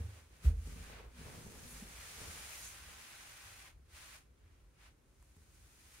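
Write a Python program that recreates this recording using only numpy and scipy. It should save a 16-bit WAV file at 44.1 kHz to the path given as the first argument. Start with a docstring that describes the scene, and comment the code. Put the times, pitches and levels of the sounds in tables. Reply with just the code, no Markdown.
"""In a small room, a round wooden tabletop is lowered onto a quilted futon, pushed across it
and nudged into place. The padded landing makes the room boom. Cloth hisses under the sliding board,
which shakes and knocks softly while its edge digs in. Fingers tick on the rim and clothes rustle
as the hands let go. The house rumbles faintly behind it all."""
import sys
import numpy as np
from scipy import signal
from scipy.fft import rfft, irfft
from scipy.io import wavfile
from scipy.ndimage import uniform_filter1d

SR = 44100
rng = np.random.default_rng(int(sys.argv[2]) if len(sys.argv) > 2 else 0)


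def to_wav(sig):
    """Store sig (one row per channel, or 1-D mono) as 16-bit WAV at the path in sys.argv[1].

    Samples outside -1..1 are clipped; the rate is SR.
    """
    pcm = np.clip(np.atleast_2d(sig), -1, 1) * 32767
    pcm = np.round(pcm).astype(np.int16)
    wavfile.write(sys.argv[1], SR, pcm.T)  # frames by channels


N = 264600
T = np.arange(N) / SR  # time of each sample [s]
HZ = np.maximum(np.arange(N // 2 + 1) * SR / N, 1)  # frequencies of a spectrum [Hz]

# tone of the still room (frequency [Hz], level [dB])
AIR_TONE = [(15, -35), (25, -7.5), (58, 0.5), (99, -10), (144, -15), (183, -23), (215, -22), (349, -23.5),
            (378, -23.5), (433, -27.5), (523, -27.5), (648, -34.5), (1530, -37), (2630, -43.5),
            (15500, -57.5)]
# stereo width of the room's sound (frequency [Hz], side compared with middle [dB])
AIR_WIDTH = [(60, -17), (125, -9), (250, -10.5), (600, 0), (12000, -6)]
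# low notes at which the room booms (frequency [Hz], level [dB], time to fade by 60 dB [s])
ROOM_NOTES = [(46, -3, .57), (50.8, -2, .9), (64, -13, .8), (77.7, -3.8, .65), (87.9, -7, .75),
              (101, 8.5, .25)]
# notes at which the tabletop rings (frequency [Hz], level [dB], time to fade by 60 dB [s])
BOARD_NOTES = [(115, -1, 0.12), (152.6, 2.5, 0.11), (181.4, 0.5, 0.15), (216, -1, 0.097),
               (244, -3.5, 0.176), (280, -9, 0.044), (345, -9.5, 0.065), (405.7, -11, 0.22),
               (454, -13.5, 0.4)]
# tone of the rubbing cloth (frequency [Hz], level [dB])
CLOTH_TONE = [(200, -8.5), (400, -14.5), (650, -3.5), (950, -3), (1450, 0.5), (2350, 0.5), (3200, -3),
              (4300, -5), (5400, -6.5), (6500, -10.5), (7600, -8.5), (9100, -4.5), (12000, -12),
              (15500, -14)]
# stereo width of the rubbing (frequency [Hz], side compared with middle [dB])
CLOTH_WIDTH = [(200, -12), (600, -2.5), (1300, -0.5), (2400, -2), (4400, -0.5), (8000, 2), (11000, -12),
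               (15000, -3)]
# narrow bands that ring in the gap under the board (frequency [Hz], width [Hz], level [dB])
GAP_BANDS = [(1554, 67, -24), (1920, 140, -20), (2500, 330, -15), (6530, 820, 0.5), (10760, 1040, -7)]
# tone of the scuffed padding (frequency [Hz], level [dB])
PADDING_TONE = [(150, -23), (300, 0.5), (450, 6.5), (650, -0.5), (1150, -3), (1700, -10.5), (3500, -26.5)]
# the rim skims the weave (time [s], half length [s], level [dB], frequency [Hz], width [Hz])
WEAVE_ZIPS = [(.458, .024, -58, 9000, 12000), (1.715, .04, -59, 10300, 3500), (2.2, .19, -61, 4800, 4500),
              (2.535, .018, -56, 2400, 1000), (2.6, .09, -62, 11500, 7000),
              (2.665, .045, -54.5, 6600, 1000), (4.04, .11, -68, 4100, 2500)]
# short strokes over the cloth, the last by sleeves and legs (start [s], end [s], level [dB],
# swell [dB], extra treble [dB], brightening [dB], steepness of start and stop [dB/s])
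SHORT_STROKES = [(0, 0.187, -68, 1.5, -2, -2, 134), (0.323, 0.363, -72, 3, -2.5, 3, 200),
                 (0.451, 0.489, -58.5, -2.5, -2, 3.5, 333), (0.67, 0.83, -63.5, 3, 0.5, -4, 101),
                 (0.893, 0.988, -60, 0, -9, -9, 142), (3.955, 4.16, -60.7, .5, -1.5, -1, 240),
                 (4.475, 4.55, -79, -0.5, -7, 4, 75), (4.812, 4.865, -66.3, 2, -7, -1, 270),
                 (5.197, 6.003, -75.5, 17, 3.5, -2.5, 70)]
# the long push that slides the board into place (time [s], level [dB], extra treble [dB])
LONG_PUSH = [(1.19, -62.5, -2.5), (1.35, -61, 0.5), (1.42, -65.5, 2.5), (1.75, -61.5, 4),
             (1.84, -62.5, 1.5), (2.04, -57.5, 0.5), (2.52, -55.5, 1.5), (2.65, -58, 5),
             (2.81, -59.5, -1.5), (3.6, -60.5, -1), (3.68, -60.5, -5)]
# the edge's share of the rubbing, falling as the board comes to lie flat (time [s], share [dB])
EDGE_SHARE = [(.3, -1.5), (1.4, -12), (2.0, -7.5), (2.9, -15.5), (3.6, -21)]
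# the edge digs into the quilt (start [s], end [s], shaking level [dB], scuffing level [dB])
EDGE_DIGS = [(0, .03, -61, -65), (0.468, 0.502, -50.5, -65), (0.677, .88, -57, -89), (.9, 1.05, -66, -60),
             (1.19, 1.216, -55.5, -70), (1.264, 1.34, -59, -59), (1.38, 1.88, -57, -63.5),
             (2.203, 2.29, -59.5, -60.5), (2.89, 2.896, -67, -71)]
# fingers touch the rim (time [s], peak level [dB])
FINGER_TICKS = [(5.226, -53.5), (5.366, -57)]
# the wood knocks as its edge catches (time [s], peak level [dB], contact time [s])
EDGE_KNOCKS = [(.006, -38, 0.0022), (0.445, -27, 0.0042), (1.188, -47, 0.0018), (1.261, -44.5, 0.00039),
               (1.446, -43, 0.0014), (2.217, -53, .0004), (2.24, -51, 0.00022), (2.877, -63, .0005),
               (5.366, -54.5, 0.00021)]
# the board bumps into the padding, and at 1.83 s the wood gives a short higher knock (time of peak [s], peak
# level [dB], rocking frequency [Hz])
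PADDED_BUMPS = [(0.016, -34, 83), (.055, -40.5, 83.5), (.332, -57, 61), (.479, -17, 65.6), (0.803, -47, 70),
                (1.751, -49, 52.4), (1.828, -41.5, 208), (2.294, -43.5, 70.6), (3.468, -53.5, 91),
                (3.942, -56, 68.5), (4.471, -56, 82.6), (5.22, -55, 62.6), (5.381, -55.5, 77.4)]


def gain(db):
    """Turn decibels into a number to multiply by."""
    return np.exp(np.asarray(db) * (np.log(10) / 20))


def unit(x):
    """Scale a signal to an average (rms) size of 1."""
    return x / np.sqrt(np.mean(x ** 2))


def curves(table):
    """Join a timed table's points with lines, giving one curve per column."""
    times, *columns = np.transpose(table)
    return [np.interp(T, times, column) for column in columns]


def colour(x, points):
    """Shape a sound's tone with (frequency [Hz], level [dB]) points."""
    hz, db = np.transpose(points)
    return irfft(rfft(x) * gain(np.interp(np.log(HZ), np.log(hz), db)), N)


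def band(x, hz, width):
    """Let through one band of frequencies, at full strength in its centre."""
    return irfft(rfft(x) / (1 + 1j * (HZ ** 2 - hz ** 2) / (HZ * width)), N)


def ring(x, notes):
    """Let the pushes in x set a group of fading notes ringing."""
    t = T[:SR]
    response = sum(gain(db - 60 * t / fade_s) * np.sin(2 * np.pi * hz * t) for hz, db, fade_s in notes)
    return signal.fftconvolve(x, response)[:N]


def wander(per_s):
    """A smooth random wobble with a size near 1."""
    jagged = np.interp(T * per_s, np.arange(2048), rng.standard_normal(2048))
    return unit(uniform_filter1d(jagged, 200))


def stereo(middle, side, width):
    """Make left and right by adding and subtracting a side signal."""
    return middle + np.array([[1], [-1]]) * colour(side, width)


def slips(per_s, scatter_db):
    """Many tiny clicks of fibres letting go, a few much stronger than the rest."""
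    happens = rng.random(N) < per_s / SR
    clicks = happens * rng.standard_normal(N)
    return unit(clicks * gain(scatter_db * np.minimum(rng.exponential(size=N), 5)))


def echo(x, fade_s, echo_db):
    """Add the short, blurred echo of the furnished room, different at each ear."""
    t = T[:SR // 2]
    tail = rng.standard_normal((2, len(t))) * gain(-60 * t / fade_s) * (t > .004)
    tail /= np.sqrt(np.sum(tail ** 2) / 2)
    return x + gain(echo_db) * signal.fftconvolve(np.atleast_2d(x), tail, axes=1)[:, :N]


def place(start, peak_db, sound):
    """Play a sound from a start time at a given peak level."""
    return gain(peak_db) * np.interp(T - start, T, sound / np.abs(sound).max(), left=0)


def fade(start, end, rise, fall):
    """Level [dB] that is 0 from start to end, with slopes [dB/s] before and after."""
    return -rise * np.maximum(start - T, 0) - fall * np.maximum(T - end, 0)


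def together(levels):
    """Level [dB] of unrelated sounds heard at once."""
    return 20 * np.log10(np.sqrt(sum(gain(db) ** 2 for db in levels)) + 1e-12)


def room_air():
    """The house rumbles under a faint hiss; the rumble is fuller during the push."""
    noise = stereo(*colour(rng.standard_normal((2, N)), AIR_TONE), AIR_WIDTH)
    noise = unit(colour(noise, [(18, -32), (45, -11.5)]))
    rumble = colour(noise, [(100, -0.5), (250, -29), (600, -45)])
    swell_db = np.interp(T, [.4, 1.0, 3.4, 4.1], [-2.0, 3, -2, -3.5]) + 2 * wander(per_s=11)
    return (noise - rumble + rumble * gain(swell_db)) * gain(-62.5)


def finger_ticks():
    """Fingers touch the rim, each making a tiny burst of noise."""
    tone = [(500, -1), (2200, -4), (4000, -30), (9000, -5), (15000, -16)]
    tick = colour(rng.standard_normal(N), tone) * np.exp(-T / 0.002)
    ticks = sum(place(start, db, tick) for start, db in FINGER_TICKS)
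    return echo(ticks, fade_s=0.18, echo_db=-11)


def weave_zips():
    """The rim skims the ribs of the weave in short, bright swishes."""
    zips = 0
    for time, half_length, db, hz, width in WEAVE_ZIPS:
        ribs = band(band(rng.standard_normal((2, N)), hz, width), hz, width)
        swell = np.exp(-((T - time) / half_length) ** 2)
        zips = zips + unit(stereo(*ribs, CLOTH_WIDTH)) * gain(db) * swell
    return zips


def edge_levels(rub_db):
    """Shaking and scuffing levels [dB]: they follow the rubbing and the tilt, and jump at each dig."""
    edge_db = rub_db + curves(EDGE_SHARE)[0]
    shakes, scuffs = [edge_db - 6], [edge_db - 1.5]
    for start, end, shake_db, scuff_db in EDGE_DIGS:
        easing_db = 13 * np.maximum(T - start, 0)  # a dig bites fast, then slowly eases
        bite_db = fade(start, end, rise=450, fall=140) - easing_db
        shakes.append(shake_db + bite_db)
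        scuffs.append(scuff_db + bite_db)
    return together(shakes), together(scuffs)


def padding_scuff(level_db):
    """The tilted edge presses a fold through the padding with a dull, uneven scuff."""
    folds = [colour(slips(per_s=3500, scatter_db=1.0), PADDING_TONE) for _ in range(2)]
    return unit(stereo(*folds, CLOTH_WIDTH)) * gain(level_db + 0.5 + 0.63 * wander(per_s=30))


def board_shake(level_db):
    """The edge sticks and slips on the quilt, shaking the board and stirring the room's low notes."""
    wood = [ring(slips(per_s=1200, scatter_db=3.0), BOARD_NOTES) for _ in range(2)]
    board = unit(stereo(*wood, AIR_WIDTH))
    rumble = unit(ring(slips(per_s=1200, scatter_db=1.5), ROOM_NOTES))
    return (board + gain(-6) * rumble) * gain(level_db + 2.0)


def edge_knocks():
    """The edge catches and the tabletop rings; a longer contact gives a duller knock."""
    wood = sum(place(start, db, ring(T * np.exp(-T / contact_s), BOARD_NOTES))
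               for start, db, contact_s in EDGE_KNOCKS)
    low_cut = signal.butter(2, 60, "high", fs=SR, output="sos")  # the knocks carry nothing below about 60 Hz
    return echo(signal.sosfilt(low_cut, wood), fade_s=0.38, echo_db=-7.0)


def rubbing_levels():
    """Body and hiss levels [dB]: each stroke speeds up, runs and stops, and is duller when slow."""
    push_speed_db = fade(LONG_PUSH[0][0], LONG_PUSH[-1][0], rise=170, fall=300)
    moves = [(push_speed_db, *curves(LONG_PUSH))]
    for start, end, db, swell, treble, brightening, steepness in SHORT_STROKES:
        progress = np.interp(T, [start, end], [-.5, .5])
        speed_db = fade(start, end, steepness, steepness)
        moves.append((speed_db, db + swell * progress, treble + brightening * progress))
    # between strokes the cloth shifts under the held board, more so when it is tilted
    share_db, = curves(EDGE_SHARE)
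    creep_db = -87 + 0.4 * (share_db - share_db[-1])
    body, hiss = [creep_db], [creep_db + 2]
    for speed_db, db, treble in moves:
        body.append(db + speed_db)
        hiss.append(db + treble + 1.04 * speed_db)  # the hiss fades a little faster
    return together(body), together(hiss)


def cloth_rubbing(body_db, hiss_db):
    """Fibres slip under the board, making a soft rush and a high hiss; the grip is never even."""
    fibres = [colour(slips(per_s=26000, scatter_db=0.43), CLOTH_TONE) for _ in range(2)]
    cloth = echo(stereo(*fibres, CLOTH_WIDTH), fade_s=0.097, echo_db=-9.5)
    cloth = cloth + sum(gain(db) * band(cloth, hz, width) for hz, width, db in GAP_BANDS)
    body = colour(cloth, [(2800, 0.0), (5000, -6.5), (9000, -29.5)])
    hiss = cloth - body
    grip = gain(.5 * wander(per_s=24.87) + .5 * wander(per_s=140))
    return grip * (gain(body_db + 1.91) * unit(body) + gain(hiss_db + 1.0) * unit(hiss))


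def padded_thumps():
    """The board sinks into the padding and rocks for a cycle or two; the room booms on after it."""
    rocking = 0
    for time, db, hz in PADDED_BUMPS:
        cycles = (T - time) * hz
        swell = np.exp(-(cycles / 1.18) ** 2)
        rocking = rocking - gain(db) * swell * np.cos(2 * np.pi * cycles)
    round_trip_s = .0357  # to the walls and back
    boom = np.interp(T - round_trip_s, T, ring(rocking, ROOM_NOTES), left=0)
    return (rocking + gain(-66) * boom) * gain([[-.35], [.35]])  # a touch louder on the right


def scene():
    """Everything heard from beside the table."""
    rub_db, hiss_db = rubbing_levels()
    shake_db, scuff_db = edge_levels(rub_db)
    sliding = cloth_rubbing(rub_db, hiss_db) + padding_scuff(scuff_db) + board_shake(shake_db)
    return sliding + weave_zips() + padded_thumps() + edge_knocks() + finger_ticks() + room_air()


def record(dry):
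    """Steeply cut the highest treble, above 15720 Hz."""
    return signal.sosfilt(signal.ellip(10, .2, 70, 15720, fs=SR, output="sos"), dry)


dry = scene()
out = record(dry)
to_wav(out)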